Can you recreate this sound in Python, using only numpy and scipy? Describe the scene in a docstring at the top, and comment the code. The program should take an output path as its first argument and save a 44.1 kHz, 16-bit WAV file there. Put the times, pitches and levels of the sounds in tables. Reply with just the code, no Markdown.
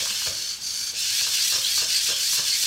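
"""Six-legged robot turning on tiles

Eight servo gear trains grind as uneven teeth click and rub; rough gliding tones whine above them.
Early on it stands still twice: random kicks rattle the loaded servo cases and a rough tone buzzes.
Then it walks on. Feet tap and skid as bursts of clicks ringing leg and frame modes; frame modes
also ring as the body settles. A hard room adds a noise tail, over quiet shaped-noise air."""
import sys
import numpy as np
from scipy import signal
from scipy.fft import rfft, irfft
from scipy.io import wavfile
from scipy.ndimage import uniform_filter1d

SR = 44100
rng = np.random.default_rng(int(sys.argv[2]) if len(sys.argv) > 2 else 0)


def log_audio(samples):
    """Write samples as a 16-bit WAV file to the path given in sys.argv[1]."""
    # one column per channel
    frames = np.atleast_2d(samples).T
    # limit to full scale, then quantise
    limited = np.clip(frames, -1, 1)
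    pcm = np.round(limited * 32767).astype(np.int16)
    wavfile.write(sys.argv[1], SR, pcm)


N = 117306
T = np.arange(N) / SR


def from_db(db):
    """Decibels to gain."""
    return 10 ** (np.asarray(db) / 20)


def rms_one(x):
    """Scale to unit rms."""
    return x / np.sqrt(np.mean(x ** 2) + 1e-20)


def drift(rate_hz):
    """Slow random signal of unit rms: noise through a double one-pole low-pass."""
    r = np.exp(-2 * np.pi * rate_hz / SR)
    noise = rng.standard_normal(2 * N)
    return rms_one(signal.lfilter([1], [1, -2 * r, r * r], noise)[N:])


def spread_gain(spread_db):
    """Random gain per sample, clipped at two deviations."""
    return from_db(spread_db * np.clip(rng.standard_normal(N), -2, 2))


def tone(hz):
    """Sine that follows a frequency track."""
    return np.sin(2 * np.pi * np.cumsum(hz) / SR)


def colour(x, points):
    """Filter a steady sound by a (f/Hz, level/dB) curve, interpolated over log frequency."""
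    hz, db = np.transpose(points)
    bins_hz = np.maximum(np.fft.rfftfreq(2 * N, 1 / SR), 1)
    gain = from_db(np.interp(np.log(bins_hz), np.log(hz), db))
    return irfft(rfft(x, 2 * N) * gain)[:N]


def band(x, low_hz, high_hz):
    """Steep band-pass, output at unit rms."""
    hz = np.maximum(np.fft.rfftfreq(N, 1 / SR), 1)
    gain = ((1 + (low_hz / hz) ** 24) * (1 + (hz / high_hz) ** 24)) ** -.5
    return rms_one(irfft(rfft(x) * gain, N))


def resonate(x, hz, width_hz):
    """Two-pole resonance, unit gain at its top."""
    r = np.exp(-np.pi * width_hz / SR)
    zeros = np.array([1, 0, -1]) * (1 - r * r) / 2
    poles = [1, -2 * r * np.cos(2 * np.pi * hz / SR), r * r]
    return signal.lfilter(zeros, poles, x)


def ring(clicks, modes):
    """Clicks excite decaying sine modes of alternating sign."""
    out = 0
    for k, (hz, db, t60_s) in enumerate(modes):
        r = np.exp(-np.log(1000) / (t60_s * SR))
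        w = 2 * np.pi * hz / SR
        poles = [1, -2 * r * np.cos(w), r * r]
        mode = signal.lfilter([0, np.sin(w)], poles, clicks + 1e-18)  # offset avoids denormals
        out = out + (-1) ** k * from_db(db) * mode
    return out


# Gear train effort before trim: t/s, rasp level/dB, low grind level/dB, treble level/dB
GEAR_EFFORT = [(0.0, -27, -30, -37), (0.08, -28, -38, -38), (0.1, -26, -30, -36.5), (0.12, -30, -33.5, -38),
               (0.27, -27, -32, -35.5), (0.32, -30.5, -38.5, -41.5), (0.51, -29, -38, -43),
               (0.6, -43, -47.5, -53), (0.63, -29.5, -44.5, -43.5), (0.75, -29, -40, -39),
               (0.9, -28, -39, -41.5), (0.93, -40, -46, -48), (0.95, -34, -41, -47),
               (0.99, -26, -35.5, -35.5), (1.05, -26.5, -31.5, -37.5), (1.17, -26, -31, -32.5),
               (1.21, -26, -26, -33.5), (1.23, -21.5, -36, -33), (1.24, -25, -29, -37.5),
               (1.31, -27.5, -34, -34.5), (1.35, -23, -28, -31), (1.38, -26, -29, -33.5),
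               (1.52, -23.5, -30, -30.5), (1.55, -23.5, -29.5, -35.5), (1.61, -27, -36, -37.5),
               (1.64, -26, -32.5, -33.5), (1.74, -28, -30.5, -33), (1.78, -21, -32.5, -29.5),
               (1.83, -24.5, -30, -37), (1.87, -29.5, -37, -39.5), (1.9, -25.5, -30, -34.5),
               (1.98, -24, -30, -32.5), (2.0, -29.5, -31, -37), (2.07, -23, -31, -29.5),
               (2.12, -25, -30.5, -36.5), (2.15, -28.5, -40, -42), (2.16, -27, -32.5, -37),
               (2.35, -23.5, -31.5, -29), (2.39, -24, -28.5, -37), (2.43, -28, -37.5, -40),
               (2.48, -24.5, -28.5, -32), (2.52, -25.5, -34, -36.5), (2.55, -24, -31, -33.5),
               (2.57, -27, -32.5, -34), (2.61, -24.5, -32.5, -29.5), (2.66, -23, -29.5, -33)]
RASP_TRIM_DB, GRIND_TRIM_DB, TREBLE_TRIM_DB = -1.5, -0.9, 0
LOW_SPLIT_HZ, HIGH_SPLIT_HZ = 3987, 8090
FLICKER_DB = 0.86  # rms, independent per range
# Standing still under load: start t/s, end t/s, chatter + buzz power share/1, case pitch ratio/1
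STANDING_HOLDS = [(.31, 0.567, 0.55, .99), (0.613, 0.917, 0.84, 1.015)]
BASE_CHATTER_SHARE, HOLD_FADE_S = 0.07, 0.013


def servos():
    """Gear noise in three ranges tracks effort; chatter and buzz gain share while standing."""
    share = BASE_CHATTER_SHARE
    sound = np.sqrt(1 - share) * rms_one(gears(count=8)) + np.sqrt(share) * chatter(0.98)
    for start, end, held, pitch in STANDING_HOLDS:
        fade = np.clip(np.minimum(T - start, end - T) / HOLD_FADE_S, 0, 1)
        share = held * fade
        loaded = rms_one(chatter(pitch) + buzz(pitch))
        sound = np.sqrt(1 - share) * sound + np.sqrt(share) * loaded
    s, *levels = np.transpose(GEAR_EFFORT)
    trims = (RASP_TRIM_DB, GRIND_TRIM_DB, TREBLE_TRIM_DB)
    ranges = [(LOW_SPLIT_HZ, HIGH_SPLIT_HZ), (100, LOW_SPLIT_HZ), (HIGH_SPLIT_HZ, SR / 2)]
    out = 0
    for level, trim_db, (low_hz, high_hz) in zip(levels, trims, ranges):
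        part = band(sound, low_hz, high_hz)
        even = part / np.sqrt(uniform_filter1d(part ** 2, size=1400))  # levelled over 32 ms
        level_db = trim_db + np.interp(T, s, level) + FLICKER_DB * drift(30)
        out = out + from_db(level_db) * even
    return out


# Gearbox colour: f/Hz, relative level/dB
GEARBOX_COLOUR = [(300, -34), (750, -27), (1250, -28.5), (1620, -13.5), (1900, -13), (2600, -3.5),
                  (3300, -1.5), (3750, -5), (4450, 2), (5100, 2), (6300, -1), (8500, -11), (10000, -13.5),
                  (12500, -15), (15800, -21)]
MESH_CENTRE_HZ, SPEED_SWING_OCT, STROKE_S = 1300.5, .22, .283  # servos are spread around the centre
TOOTH_JITTER, TOOTH_SPREAD_DB = .024, 2.1  # jitter: rms fraction of mesh rate
FRICTION_DB, WOBBLE_DB = -3.5, 2.5  # friction relative to clicks; wobble rms
GEAR_RING_TAU_S, GEAR_RING_DB = 0.0022, -2


def gears(count):
    """Servo speed swings each stroke; uneven teeth click and rub, and each gearbox rings."""
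    out, t = 0, T[:SR // 40]
    for k in range(count):
        swing = np.sin(2 * np.pi * (T / STROKE_S + rng.random()))
        octaves = k / count - .5 + SPEED_SWING_OCT * swing
        mesh_hz = MESH_CENTRE_HZ * 2 ** octaves * (1 + TOOTH_JITTER * drift(200))
        teeth = np.cumsum(mesh_hz) / SR
        new_tooth = np.diff(np.floor(teeth), prepend=0) > 0
        clicks = new_tooth * spread_gain(TOOTH_SPREAD_DB)
        rub = rng.standard_normal(N) * (1 - teeth % 1)  # fades across each tooth
        contact = rms_one(clicks - clicks.mean()) + from_db(FRICTION_DB) * rms_one(rub)
        box = rng.standard_normal(len(t)) * np.exp(-t / GEAR_RING_TAU_S)
        box /= np.linalg.norm(box)
        ringing = from_db(GEAR_RING_DB) * signal.fftconvolve(contact, box)[:N]
        out = out + (contact + ringing) * from_db(WOBBLE_DB * drift(59))
    return colour(out, GEARBOX_COLOUR)


# Servo case resonances: f/Hz at pitch ratio 1, width/Hz (doubled per pass), relative level/dB
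CASE_MODES = [(1605, 284, -15.5), (2330, 194, -12), (3130, 460, -11), (4500, 230, -1.5), (5500, 130, -3),
              (6110, 240, -4), (6260, 180, -13), (6920, 180, -10), (8600, 100, -20), (9350, 540, -18),
              (11360, 330, -20), (14500, 1200, -30)]
KICKS_PER_S, KICK_SPREAD_DB, KICK_ENERGY_TAU_S = 1100, 1, 0.0025


def chatter(pitch):
    """Small corrective kicks rattle gears across their play and ring the cases."""
    kicks = (rng.random(N) < KICKS_PER_S / SR) * spread_gain(KICK_SPREAD_DB)
    energy = signal.lfilter([1], [1, -np.exp(-1 / (KICK_ENERGY_TAU_S * SR))], kicks ** 2)
    rattle = np.sqrt(energy) * rng.standard_normal(N)
    out = 0
    for hz, width_hz, db in CASE_MODES:
        once = resonate(rattle, hz * pitch, 2 * width_hz)
        out = out + from_db(db) * resonate(once, hz * pitch, 2 * width_hz)
    return rms_one(out)


BUZZ_BASE_HZ, BUZZ_DB = 4500, -7.5  # at pitch ratio 1; relative to chatter
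BUZZ_ROUGH, BUZZ_FLUTTER_DB = .022, 13  # rms fraction of frequency; flutter limit, each way


def buzz(pitch):
    """The loaded motor's pinion buzzes on one rough, fluttering tone."""
    hz = BUZZ_BASE_HZ * pitch * (1 + BUZZ_ROUGH * drift(301.5))
    flutter = from_db(BUZZ_FLUTTER_DB * np.tanh(drift(90)))
    return from_db(BUZZ_DB) * rms_one(flutter * tone(hz))


# Motor whines: start t/s, length/s, first f/Hz, last f/Hz, level/dB before trim
MOTOR_WHINES = [(.08, .05, 3200, 2850, -32), (.95, 0.094, 2554, 2910, -34), (1.17, .09, 4100, 4900, -25.5),
                (1.39, 0.046, 4600, 4700, -21.5), (1.544, 0.034, 5500, 5600, -23),
                (1.609, .085, 3040, 3550, -24.5), (1.63, .08, 3850, 4450, -23),
                (1.708, 0.113, 4500, 4445, -23.5), (1.896, 0.12, 4650, 4500, -23),
                (1.93, 0.047, 1900, 2140, -35.5), (1.942, 0.062, 8450, 8600, -30),
                (2.09, .1, 3510, 3090, -27.5), (2.21, .13, 4540, 4350, -25.5),
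                (2.495, 0.071, 4400, 4500, -21), (2.511, 0.062, 2100, 2300, -34)]
WHINE_ROUGH, WHINE_FLUTTER_DB, WHINE_TRIM_DB = .04, 6.5, -3  # rms fraction; limit each way


def whines():
    """A rough gear tone glides and flutters as one leg swings."""
    out = 0
    for start, length, first_hz, last_hz, db in MOTOR_WHINES:
        along = np.clip((T - start) / length, 0, 1)
        glide_hz = first_hz + (last_hz - first_hz) * along
        hz = glide_hz * (1 + WHINE_ROUGH * drift(399))
        swell = np.sqrt(np.abs(np.sin(np.pi * along)))
        level_db = WHINE_TRIM_DB + db + WHINE_FLUTTER_DB * np.tanh(drift(200))
        out = out + from_db(level_db) * swell * tone(hz)
    return out


# Footfalls: t/s, clack level/dB before trim, frame thud level/dB before trim, skid length/s
FOOTFALLS = [(.002, -35.5, -31.5, .02), (.056, -28, -51, .018), (.104, -35, -42, .01),
             (0.218, -29.5, -42, .006), (0.261, -33, -29, .025), (0.29, -54, -37, .04),
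             (.931, -46, -40, .01), (1.213, -31, -35, .008), (1.267, -28, -32.5, .014),
             (1.521, -31.5, -34, .012), (1.538, -30, -30, .02), (1.578, -34.5, -33, .02),
             (1.776, -27.5, -37, .005), (1.817, -31, -29, .02), (2.081, -37, -33, .025),
             (2.111, -38, -35, .02), (2.14, -39, -37, .01), (2.329, -33.5, -39, .012),
             (2.378, -33, -32, .028), (2.634, -35.5, -36.5, .03)]
# Leg modes: f/Hz, relative level/dB, t60/s
LEG_MODES = [(744, -11.5, 0.023), (858, -3.5, 0.013), (1055, -3.5, 0.028), (1217, -3, 0.027),
             (1583, 1.5, 0.017), (1770, -5.5, .022), (2280, -3, .016)]
# Frame modes: f/Hz, relative level/dB, t60/s
FRAME_MODES = [(66.6, -18, .1), (85, -13.5, 0.11), (123.5, -10, 0.069), (205, -7.5, 0.023),
               (307, -7, 0.026), (433, 0, 0.015), (534, -4, 0.038), (632, -11.5, 0.066)]
CLACK_TRIM_DB, THUD_TRIM_DB = -3.5, -5
SLIPS_PER_S, SLIP_DB = 500, -7  # rms, relative to landing click


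def feet():
    """A landing click and a skid of smaller random clicks ring leg and frame."""
    leg, frame = np.zeros(N), np.zeros(N)
    for s, clack_db, thud_db, skid_s in FOOTFALLS:
        slips = (rng.random(N) < SLIPS_PER_S / SR) * (T > s) * (T < s + skid_s)
        clicks = slips * from_db(SLIP_DB) * rng.standard_normal(N)
        clicks[int(s * SR)] = 1
        leg += from_db(clack_db) * clicks
        frame += from_db(thud_db) * clicks
    clack = from_db(CLACK_TRIM_DB) * ring(leg, LEG_MODES)
    thud = from_db(THUD_TRIM_DB) * ring(frame, FRAME_MODES)
    return clack + thud


# Body settling on its legs: t/s, f/Hz, level/dB, t60/s
BODY_SETTLES = [(.107, 205, -43, 0.12), (.29, 99, -39, 0.23), (0.293, 352, -53, 1.0),
                (1.819, 111.6, -41, 0.11)]


def settling():
    """Weight drops onto the legs; one frame mode per event dies away."""
    out = 0
    for s, hz, db, t60_s in BODY_SETTLES:
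        drop = np.arange(N) == int(s * SR)
        out = out + ring(drop, [(hz, db, t60_s)])
    return out


ROOM_T60_S, MOTOR_ROOM_DB, STEP_ROOM_DB = 0.47, -11, -1.5  # tail levels relative to direct


def room(x, wet_db):
    """Direct sound plus the diffuse tail of hard walls, as decaying noise."""
    t = T[:SR // 2]
    decay = np.exp(-np.log(1000) * t / ROOM_T60_S)
    tail = rng.standard_normal(len(t)) * decay * (t > .005)
    tail /= np.linalg.norm(tail)
    return x + from_db(wet_db) * signal.fftconvolve(x, tail)[:N]


# Still air spectrum: f/Hz, relative density level/dB
AIR_COLOUR = [(22, -27), (45, -3.5), (70, 3.5), (110, -1), (160, -2), (300, -7.5), (700, -9.5), (1500, -6),
              (5000, -22), (16000, -39)]
AIR_RMS_DB = -52


def air():
    """Steady shaped noise for the still air of the room."""
    return from_db(AIR_RMS_DB) * rms_one(colour(rng.standard_normal(N), AIR_COLOUR))


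def scene():
    """Robot straight ahead, alike in both ears."""
    motors = room(servos() + whines(), wet_db=MOTOR_ROOM_DB)
    steps = room(feet(), wet_db=STEP_ROOM_DB)
    mid = motors + steps + settling() + air()
    return np.array([mid, mid])


CUTOFF_HZ = 15800


def record(dry):
    """Steep elliptic low-pass cuts the top."""
    low_pass = signal.ellip(12, .1, 80, CUTOFF_HZ, fs=SR, output="sos")
    return signal.sosfilt(low_pass, dry)


dry = scene()
out = record(dry)
log_audio(out)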